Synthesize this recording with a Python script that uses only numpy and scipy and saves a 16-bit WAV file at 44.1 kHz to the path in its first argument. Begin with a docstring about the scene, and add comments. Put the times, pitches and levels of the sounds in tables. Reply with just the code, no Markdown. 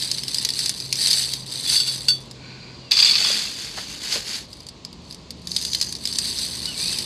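"""A quiet yard, close to a gravel bed where a steel scoop is at work.
The scoop trickles fine gravel over a ball, is shaken empty, digs in again and pours a second load.
Contacts are short noise cracks with decaying sines; filters and ringing modes give the gravel and steel.
The bowl sings longer once it is bare; a faint airy hiss swells before the dig. Far off are filtered-noise
traffic, humming engine tones and a bird of gliding harmonics; the yard faintly echoes the near sounds."""
import sys
import numpy as np
from scipy import signal
from scipy.fft import rfft, irfft, next_fast_len
from scipy.io import wavfile
from scipy.ndimage import uniform_filter1d, map_coordinates

SR = 44100
rng = np.random.default_rng(int(sys.argv[2]) if len(sys.argv) > 2 else 0)


def pcm_store(signal):
    """Save signal as 16-bit PCM."""
    levels = np.round(np.clip(np.atleast_2d(signal), -1, 1) * 32767)
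    wavfile.write(sys.argv[1], SR, levels.astype(np.int16).T)


N = 310905

# resonances of the bowl damped by its load: (frequency [Hz], width [Hz], relative level [dB])
LOADED_BOWL = [(3510, 62, -8.5), (4130, 76, -9), (4540, 60, -11), (4840, 150, -2), (6110, 160, -9.5),
               (7810, 1130, -12)]
# colour of stone clicks: (frequency [Hz], gain [dB])
CLICK_COLOUR = [(200, -36), (700, -24.5), (1350, -27), (1900, -13.5), (2400, -15), (3200, -9.5), (4200, -2),
                (4950, 4), (5700, -8), (6200, -6.5), (7000, -11), (9300, -9.5), (13000, -20.5),
                (15500, -57)]
# colour of dragged and pattering gravel: (frequency [Hz], gain [dB])
DRAG_COLOUR = [(120, -44), (200, -4), (258, -16.5), (454, -13.5), (554, -17), (715, -15), (1350, -13.5),
               (1560, -8), (3890, -7), (4580, 0), (5700, -11), (6240, -6.5), (10800, -15.5), (13900, -26.5),
               (15500, -52)]


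def amp(db):
    """Decibels to gain."""
    return 10 ** (np.asarray(db) / 20)


def unit(x):
    """Scaled to rms 1."""
    return x / np.sqrt(np.mean(x ** 2) + 1e-20)


def peaked(x, size=44):
    """Scaled so that the loudest millisecond has the power of a sine of peak 1."""
    power = uniform_filter1d(x ** 2, size, mode="constant")
    return x / np.sqrt(2 * power.max())


def fade(t, t60):
    """Exponential decay by 60 dB in t60 seconds."""
    return np.exp(-np.log(1000) * t / t60)


def along(points, hz):
    """(Hz, value) points interpolated on a log frequency axis."""
    f, v = np.transpose(points)
    return np.interp(np.log(hz + 1), np.log(f + 1), v)


def curves(rows):
    """One value per sample for each column after the time."""
    s, *cols = np.transpose(rows)
    t = np.arange(N) / SR
    return [np.interp(t, s, c) for c in cols]


def during(rows):
    """1 while a table lasts, with soft edges."""
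    t = np.arange(N) / SR
    inside = (t >= rows[0][0]) & (t <= rows[-1][0])
    return uniform_filter1d(1. * inside, size=128)


def wobble(rate):
    """A smooth random curve, rate knots a second."""
    fine = np.arange(0, N + 64, 32)
    knots = rng.standard_normal(int(N * rate / SR) + 4)
    smooth = map_coordinates(knots, [fine * rate / SR])
    return np.interp(np.arange(N), fine, smooth)


def swells(s, hold, db, rise, fall):
    """Joint gain of movements that each build up to a time, hold and die away (slopes in dB per s)."""
    grid = np.arange(0, N + 64, 32)
    t = grid[:, None] / SR - s
    level = db - rise * np.maximum(-t, 0) - fall * np.maximum(t - hold, 0)
    joint = np.linalg.norm(amp(level), axis=1)  # powers add
    return np.interp(np.arange(N), grid, joint)


def through(x, response):
    """x convolved with an impulse response."""
    return signal.oaconvolve(x, response)[:len(x)]


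def coloured(x, spectrum, size=4096):
    """x through a causal filter with the given spectrum, made minimum-phase by folding the cepstrum."""
    gain_db = along(spectrum, np.fft.rfftfreq(size, 1 / SR))
    cepstrum = irfft(np.log(amp(gain_db)))
    cepstrum[1:size // 2] *= 2
    cepstrum[size // 2 + 1:] = 0
    return through(x, irfft(np.exp(rfft(cepstrum))))


def brightened(x, db, edge_hz=6800):
    """x with its treble raised or lowered."""
    body = signal.convolve(x, signal.firwin(25, edge_hz, fs=SR), "same")
    return body + amp(db) * (x - body)


def steady(x, size=2200):
    """Holds the short-term rms near 1 and keeps the grain."""
    power = uniform_filter1d(uniform_filter1d(unit(x) ** 2, size), size)
    return x / np.std(x) / np.sqrt(np.abs(power) + 1e-4)


def add(track, s, sound):
    """Mixes a sound in at a time."""
    part = track[max(round(s * SR), 0):][:len(sound)]
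    part += sound[:len(part)]


def ring(modes, scatter_db, size=11000):
    """Decaying modes (Hz, dB, t60), at new strengths and phases for each blow."""
    t = np.arange(size) / SR
    total = np.zeros(size)
    for hz, db, t60 in modes:
        strength = amp(db + scatter_db * rng.normal())
        total += strength * fade(t, t60) * np.sin(2 * np.pi * (hz * t + rng.random()))
    onset = 1 - fade(t, 0.00077)  # the contact lasts a moment
    return onset * total


def resonating(x, resonances, size=2048):
    """x through resonances (Hz, width Hz, dB), at rms 1; a narrow one rings longer."""
    modes = [(hz, db + 20 * np.log10(width), np.log(1000) / (np.pi * width))
             for hz, width, db in resonances]
    return unit(through(x, ring(modes, scatter_db=2.5, size=size)))


def clacks(count, crack_t60, ring_t60, ring_db, size=700):
    """One row per stone contact: a crack and the brief ring of a pebble of random size."""
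    t = np.arange(size) / SR
    hz = 4800 * np.exp(0.3027 * rng.standard_normal((count, 1)))
    crack = rng.standard_normal((count, size)) * fade(t, crack_t60)
    return crack + amp(ring_db) * np.sin(2 * np.pi * hz * t) * fade(t, ring_t60)


def rattle(rate, spread_db, crack_t60=0.0067, ring_t60=0.04, ring_db=-10.0, count=500):
    """Random contacts, rate per second (constant or per sample), drawn from a stock of count clacks."""
    starts = np.flatnonzero(rng.random(N) < rate / SR)
    sizes = amp(spread_db * np.minimum(rng.standard_normal(N)[starts], 2))  # many small, a few large
    stones = clacks(count=count, crack_t60=crack_t60, ring_t60=ring_t60, ring_db=ring_db, size=300)
    rows = stones[starts % count] * sizes[:, None]
    places = starts[:, None] + np.arange(rows.shape[1])
    return np.bincount(places.ravel(), rows.ravel(), N)[:N]


def in_scoop(contacts, spectrum, resonances, steel_db):
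    """Stone contacts with the short ring of the bowl."""
    stone = unit(coloured(contacts, spectrum, size=2048))
    return stone + amp(steel_db) * resonating(contacts, resonances)


def heaped():
    """1 while the full load weighs on the scoop's lip, else 0."""
    on, off, shift = 5.42, 5.92, .1  # onto the lip, off it, length of each change [s]
    return curves([(on, 0), (on + shift, 1), (off, 1), (off + shift, 0)])[0]


def pouring():
    """Separate clicks in a trickle merge into a bright rush; bigger stones tumble, grit patters on the bed."""
    # each tilt of the wrist lets gravel slide out: (time of full flow [s], hold [s], level [dB])
    slides = [(0, 0.049, -27), (0.146, 0.032, -30.5), (0.309, 0.13, -29), (0.576, 0.082, -26.5),
              (0.764, 0.095, -34.5), (1.012, 0.2, -21), (1.3, 0.016, -32), (1.515, 0.091, -30.5),
              (1.703, 0.049, -19), (1.905, 0.022, -26.5), (2.01, 0.12, -37), (4.513, 0.068, -46.5),
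              (5.093, 0.0075, -48), (5.545, 0.32, -31.5), (6.058, 0.13, -32), (6.245, 0.073, -26.5),
              (6.408, 0.036, -26), (6.537, 0.15, -31.5), (6.804, 0.12, -25.5), (6.974, 0.055, -30)]
    # the bowl heaped full rings lower: (frequency [Hz], width [Hz], relative level [dB])
    heaped_bowl = [(4150, 160, 1.5), (4640, 130, -11), (6100, 400, -8)]
    trickle_per_s, rush_per_s = 300, 3500  # contacts in the thinnest flow; those added in the fullest
    normal_flow_db = -38  # a flow of unaltered brightness
    brightening = 0.1  # harder contacts are shorter: dB of treble per dB of flow

    # a slide gathers quickly and runs out more slowly
    flow = swells(*np.transpose(slides), rise=163, fall=106)
    rate = trickle_per_s + rush_per_s * (flow / flow.max()) ** .9
    fine = steady(rattle(rate, spread_db=6.5, crack_t60=0.0089))
    tumbling = unit(rattle(110, spread_db=3, crack_t60=.006, ring_t60=.012, ring_db=-1))
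    contacts = fine + amp(-8) * tumbling

    heap = heaped()
    light = unit(in_scoop(contacts, CLICK_COLOUR, LOADED_BOWL, steel_db=-3.5))
    heavy = unit(in_scoop(contacts, CLICK_COLOUR, heaped_bowl, steel_db=-2))
    sliding = np.sqrt(1 - heap) * light + np.sqrt(heap) * heavy
    patter = unit(coloured(rattle(1200, spread_db=7), DRAG_COLOUR))
    treble_db = brightening * (20 * np.log10(flow + 1e-9) - normal_flow_db)
    return amp(-0.75) * flow * brightened(sliding + amp(-10.5) * patter, treble_db)


def pebbles():
    """Larger pebbles strike singly, each with its own note, and rebound a few milliseconds later."""
    # the largest pebbles landing: (time [s], relative peak level [dB])
    landings = [(0.0232, -11), (0.1147, -5.5), (0.183, -12.5), (0.235, -13), (0.2815, -9.5), (0.3446, -8),
                (0.384, -5.5), (0.4492, -5.5), (0.489, -7.5), (0.504, -7.5), (0.5365, -12), (0.5904, -8.5),
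                (0.6597, -6.5), (0.694, -6), (0.8014, -13.5), (0.9266, -4.5), (0.956, -11), (1.0712, -7),
                (1.1112, -4.5), (1.13, -3.5), (1.336, -8), (2.3118, -23.5), (4.5306, -22), (4.604, -27),
                (4.667, -23.5), (4.6875, -21.5), (4.8496, -16), (4.929, -27), (5.1098, -20.5),
                (5.1253, -22), (5.1457, -25), (5.3064, -16.5), (5.472, -14.5), (5.5172, -9.5),
                (5.5642, -4.5), (5.614, -14), (5.6257, -15), (5.65, -10), (5.733, -7), (5.7482, -5),
                (5.8132, -2.5), (5.8258, -7.5), (5.925, -12), (5.952, -13), (6.0542, -6), (6.0734, -10.5),
                (6.1265, -11.5), (6.157, -13), (6.1862, -4.5), (6.387, -9.5), (6.6562, -8.5), (6.8585, -10),
                (6.9863, -7.5)]
    light_hz, heaped_hz, scatter = 4858, 4240, 0.038  # note in a light load, on the heap; spread (share)
    flight_s = 0.0033  # mean time to the second contact

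    out = np.zeros(N)
    pitch = light_hz + (heaped_hz - light_hz) * heaped()
    for s, db in landings:
        hit = np.zeros(SR // 16)
        first, second = clacks(count=2, crack_t60=0.026, ring_t60=0.0081, ring_db=-1.5)
        add(hit, 0, first)
        add(hit, flight_s * (.5 + rng.random()), amp(-11.5) * second)
        hz = pitch[round(s * SR)] * np.exp(scatter * rng.normal())
        note = unit(ring([(hz, 0, 0.017)], scatter_db=0, size=len(hit)))
        click = in_scoop(hit, CLICK_COLOUR, LOADED_BOWL, steel_db=-8) + amp(-4.5) * note
        add(out, s, amp(db - 4.0) * peaked(click))
    return out


def digging():
    """The blade bites with a steely crunch, then drags loose gravel; stones catch on it and the bed thuds."""
    # pushes through the bed: (time of full force [s], hold [s], level [dB], fall [dB/s])
    pushes = [(2.901, 0.024, -16, 236), (2.99, 0.07, -13, 200), (3.101, 0.012, -15, 253),
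              (3.184, 0.14, -19.5, 60), (3.587, 0.068, -32.5, 80), (3.773, 0.044, -32.5, 114),
              (3.895, 0.05, -34.5, 110), (4.036, 0.028, -29.5, 81), (4.127, 0.026, -23, 190),
              (4.281, 0.087, -29, 214)]
    # stones catching on the blade: (time [s], relative peak level [dB])
    catches = [(2.916, -1), (2.970, -3.5), (2.990, -6.5), (3.029, -2), (3.069, -11), (3.133, -9),
               (3.154, 1), (3.184, -8), (3.246, -4), (3.773, -26), (4.125, -10.5), (4.157, -15),
               (4.342, -18)]
    # dull thuds as packed stones give way: (time [s], frequency [Hz], relative peak level [dB])
    thuds = [(3.209, 675, -27), (3.248, 1130, -23), (3.3, 556, -26), (3.776, 835, -23.5),
             (3.785, 1943, -22.5), (4.157, 463, -22)]
    # colour of the crunch: (frequency [Hz], gain [dB])
    crunch_colour = [(350, -70), (600, -33), (1170, -19), (1410, -24), (2050, -16), (2600, -5.5),
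                     (3160, -12.5), (3420, -2.5), (3870, -5.5), (4750, 4.5), (6400, -22), (7740, -53),
                     (11200, -27.5), (15500, -51)]
    plunge, lift = 2.91, 4.46  # the blade enters and leaves the bed [s]
    bite_share, bite_hold, bite_fade = 0.94, .16, .45  # power share at first, hold [s], time constant [s]

    moving = during([(plunge,), (lift,)])
    start, hold, level, fall = np.transpose(pushes)
    force = swells(start, hold, level, rise=283, fall=fall)
    # the blade mostly bites at first, then more and more only drags
    since_hold = np.maximum(np.arange(N) / SR - plunge - bite_hold, 0)
    bite = bite_share * np.exp(-since_hold / bite_fade)
    biting = rattle(1300 * moving * bite, spread_db=5)
    crunch = steady(in_scoop(biting, crunch_colour, LOADED_BOWL, steel_db=-5.5), size=900)
    dragging = rattle(2000 * moving, spread_db=2.5, ring_db=-9.5)
    drag = steady(coloured(dragging, DRAG_COLOUR), size=1000)
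    out = amp(-0.42) * moving * force * (np.sqrt(bite) * crunch + np.sqrt(1 - bite) * drag)

    t = np.arange(SR // 12) / SR
    for s, db in catches:
        burst = rng.standard_normal(len(t)) * fade(t, 0.048)
        add(out, s, amp(db - 4.0) * peaked(coloured(burst, crunch_colour)))
    for s, hz, db in thuds:
        hollow = [(hz / 4, -18), (hz * 0.79, -7), (hz, 0), (hz * 1.27, -9), (hz * 3, -14), (hz * 8, -45)]
        burst = rng.standard_normal(len(t)) * fade(t, 0.06)
        add(out, s, amp(db - 2.5) * peaked(coloured(burst, hollow)))
    return out


def bare_bowl():
    """With its load gone the steel rings freely under skidding and knocking pebbles."""
    # modes of the bare bowl: (frequency [Hz], relative level [dB], t60 [s])
    modes = [(1470, -23, .08), (2783, -15, .08), (3451, -13, .26), (3570, -16, .1), (4134, -12, .12),
             (4430, -11, .09), (4552, 0, .15), (4810, -11, .12), (6293, -20, .16), (7655, -23, .17),
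             (7870, -15, .11), (8436, -28, .15), (9230, -26, .13), (10300, -25, .1)]
    # shakes send the last pebbles skidding: (time of full speed [s], hold [s], relative level [dB])
    shakes = [(1.68, 0.038, -23), (1.755, 0.024, -23), (1.864, 0.02, -31)]
    # knocks on the nearly empty bowl: (time [s], relative peak level [dB])
    knocks = [(1.762, -10.5), (1.801, -9), (1.875, -13), (2.084, -3.5), (2.104, -13)]

    skidding = swells(*np.transpose(shakes), rise=600, fall=304)
    bowl = ring(modes, scatter_db=0)
    out = amp(-0.5) * skidding * steady(through(rattle(760, spread_db=10.0), bowl))
    for s, db in knocks:
        steel = peaked(ring(modes, scatter_db=1))
        burst = rng.standard_normal(len(steel)) * fade(np.arange(len(steel)) / SR, 0.061)
        crack = peaked(coloured(burst, CLICK_COLOUR))
        add(out, s, amp(db - 2.0) * (steel + amp(-7.0) * crack))
    return out


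def airy_hiss():
    """A faint airy hiss swells and fades before the dig, with one thin steady whistle in it."""
    # swell of the hiss: (time [s], level [dB])
    swell = [(2.33, -63), (2.46, -45), (2.66, -48.5), (2.9, -58)]
    # resonances of the hiss: (frequency [Hz], width [Hz], relative level [dB])
    hiss_bands = [(1490, 90, -9.5), (2410, 270, -2.5), (4150, 65, -2.5), (4430, 130, -5)]

    hiss = resonating(rattle(2500, spread_db=2.5), hiss_bands)  # dense clicks blur into a hiss
    thin = [(4740, 22, 0)]  # a very narrow resonance
    whistle = steady(resonating(rng.standard_normal(N), thin, size=8192))
    hiss_gain = during(swell) * amp(curves(swell)[0])
    return hiss_gain * hiss + during(swell[1:]) * amp(-50.5) * whistle


def yard_echo(x):
    """Walls and ground return a weak, short echo: decaying noise, shorter in the treble."""
    # echo decay: (frequency [Hz], t60 [s])
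    decay = [(200, 0.28), (4500, 0.17), (12000, 0.032)]
    hz, t, z = signal.stft(rng.standard_normal(SR // 3), SR, nperseg=256)
    tail = signal.istft(z * fade(t, along(decay, hz)[:, None]), SR, nperseg=256)[1]
    return through(x, np.pad(tail / np.linalg.norm(tail), (SR // 250, 0)))  # 4 ms of travel


def bird(call):
    """A thin, fluttering call that glides; its second and third harmonics carry it."""
    hz, db = curves(call)
    phase = 2 * np.pi * np.cumsum(hz * (1 + 0.0064 * wobble(150))) / SR
    voice = sum(amp(level) * np.sin(k * phase) for k, level in enumerate([-13, 6, 3, -8], 1))
    return during(call) * amp(db + 1.5 + 2 * wobble(50)) * unit(voice)


def engine_tone(hz, db):
    """A distant engine's hum: one sine whose pitch and level waver."""
    level = amp(db + 2.3 * wobble(7.9)) * np.sqrt(2)
    return level * np.sin(2 * np.pi * np.cumsum(hz + wobble(6)) / SR)


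def background():
    """Far traffic as filtered noise, a wavering engine note, and a second vehicle's drone that fades in."""
    # heard level of the background noise, dipping during the loud dig: (time [s], relative level [dB])
    noise_level = [(0, -45.5), (2.8, -44.5), (3.1, -48.5), (3.9, -45), (4.45, -47.5), (5.5, -46),
                   (7.05, -42.5)]
    # colour of the yard's air: (frequency [Hz], gain [dB])
    air_colour = [(38, -21), (50, 0.5), (75, -4.5), (100, -2), (170, -0.5), (450, -8.5), (750, -16),
                  (1050, -13.5), (1450, -25), (1900, -23), (2450, -20.5), (3200, -19), (4500, -13.5),
                  (5500, -24), (7200, -25.5), (8400, -34.5), (14000, -58)]
    # a distant engine's hum, heard to drop as the dig starts: (time [s], frequency [Hz], rms level [dB])
    hum = [(0, 134, -47), (2.87, 128.1, -46), (2.92, 125.2, -57), (7.05, 127.1, -54)]
    # a second vehicle: (frequency [Hz], rms level [dB])
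    drone = [(75, -51.5), (177, -51.5), (238, -53)]

    air = unit(coloured(rng.standard_normal(N), air_colour, size=16384))
    air = air * amp(curves(noise_level)[0] + 2.0 + 0.078 * wobble(5.13))
    nearing = np.interp(np.arange(N) / SR, [4, 5.5], [0, 1])
    second = sum(engine_tone(hz, db) for hz, db in drone)
    return air + engine_tone(*curves(hum)) + nearing * second


def scene():
    """Gravel close to the microphone, the yard behind it; the bird shares the yard's echo."""
    # a bird's two calls, each with rows of (time [s], pitch [Hz], relative level [dB])
    calls = [
        [(2.81, 1470, -60), (2.85, 1430, -54), (2.92, 1280, -56)],
        [(6.66, 1425, -54), (6.683, 1490, -32), (6.725, 1430, -43), (6.762, 1127, -47), (6.94, 1350, -43.5),
         (7.0, 1100, -48)],
    ]
    near = pouring() + pebbles() + digging() + bare_bowl() + airy_hiss()
    voiced = near + sum(bird(call) for call in calls)
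    return (voiced + amp(-14.5) * yard_echo(voiced) + background())[None]


def record(dry):
    """The microphone chain rounds off the highest peaks and keeps nothing above its band limit."""
    top_hz = 15400
    rounded = dry / (1 + np.abs(dry / .9) ** 6) ** (1 / 6)
    size = next_fast_len(N + SR // 4)
    passed = np.fft.rfftfreq(size, 1 / SR) < top_hz
    return irfft(rfft(rounded, size) * passed, size)[:, :N]


dry = scene()
out = record(dry)
pcm_store(out)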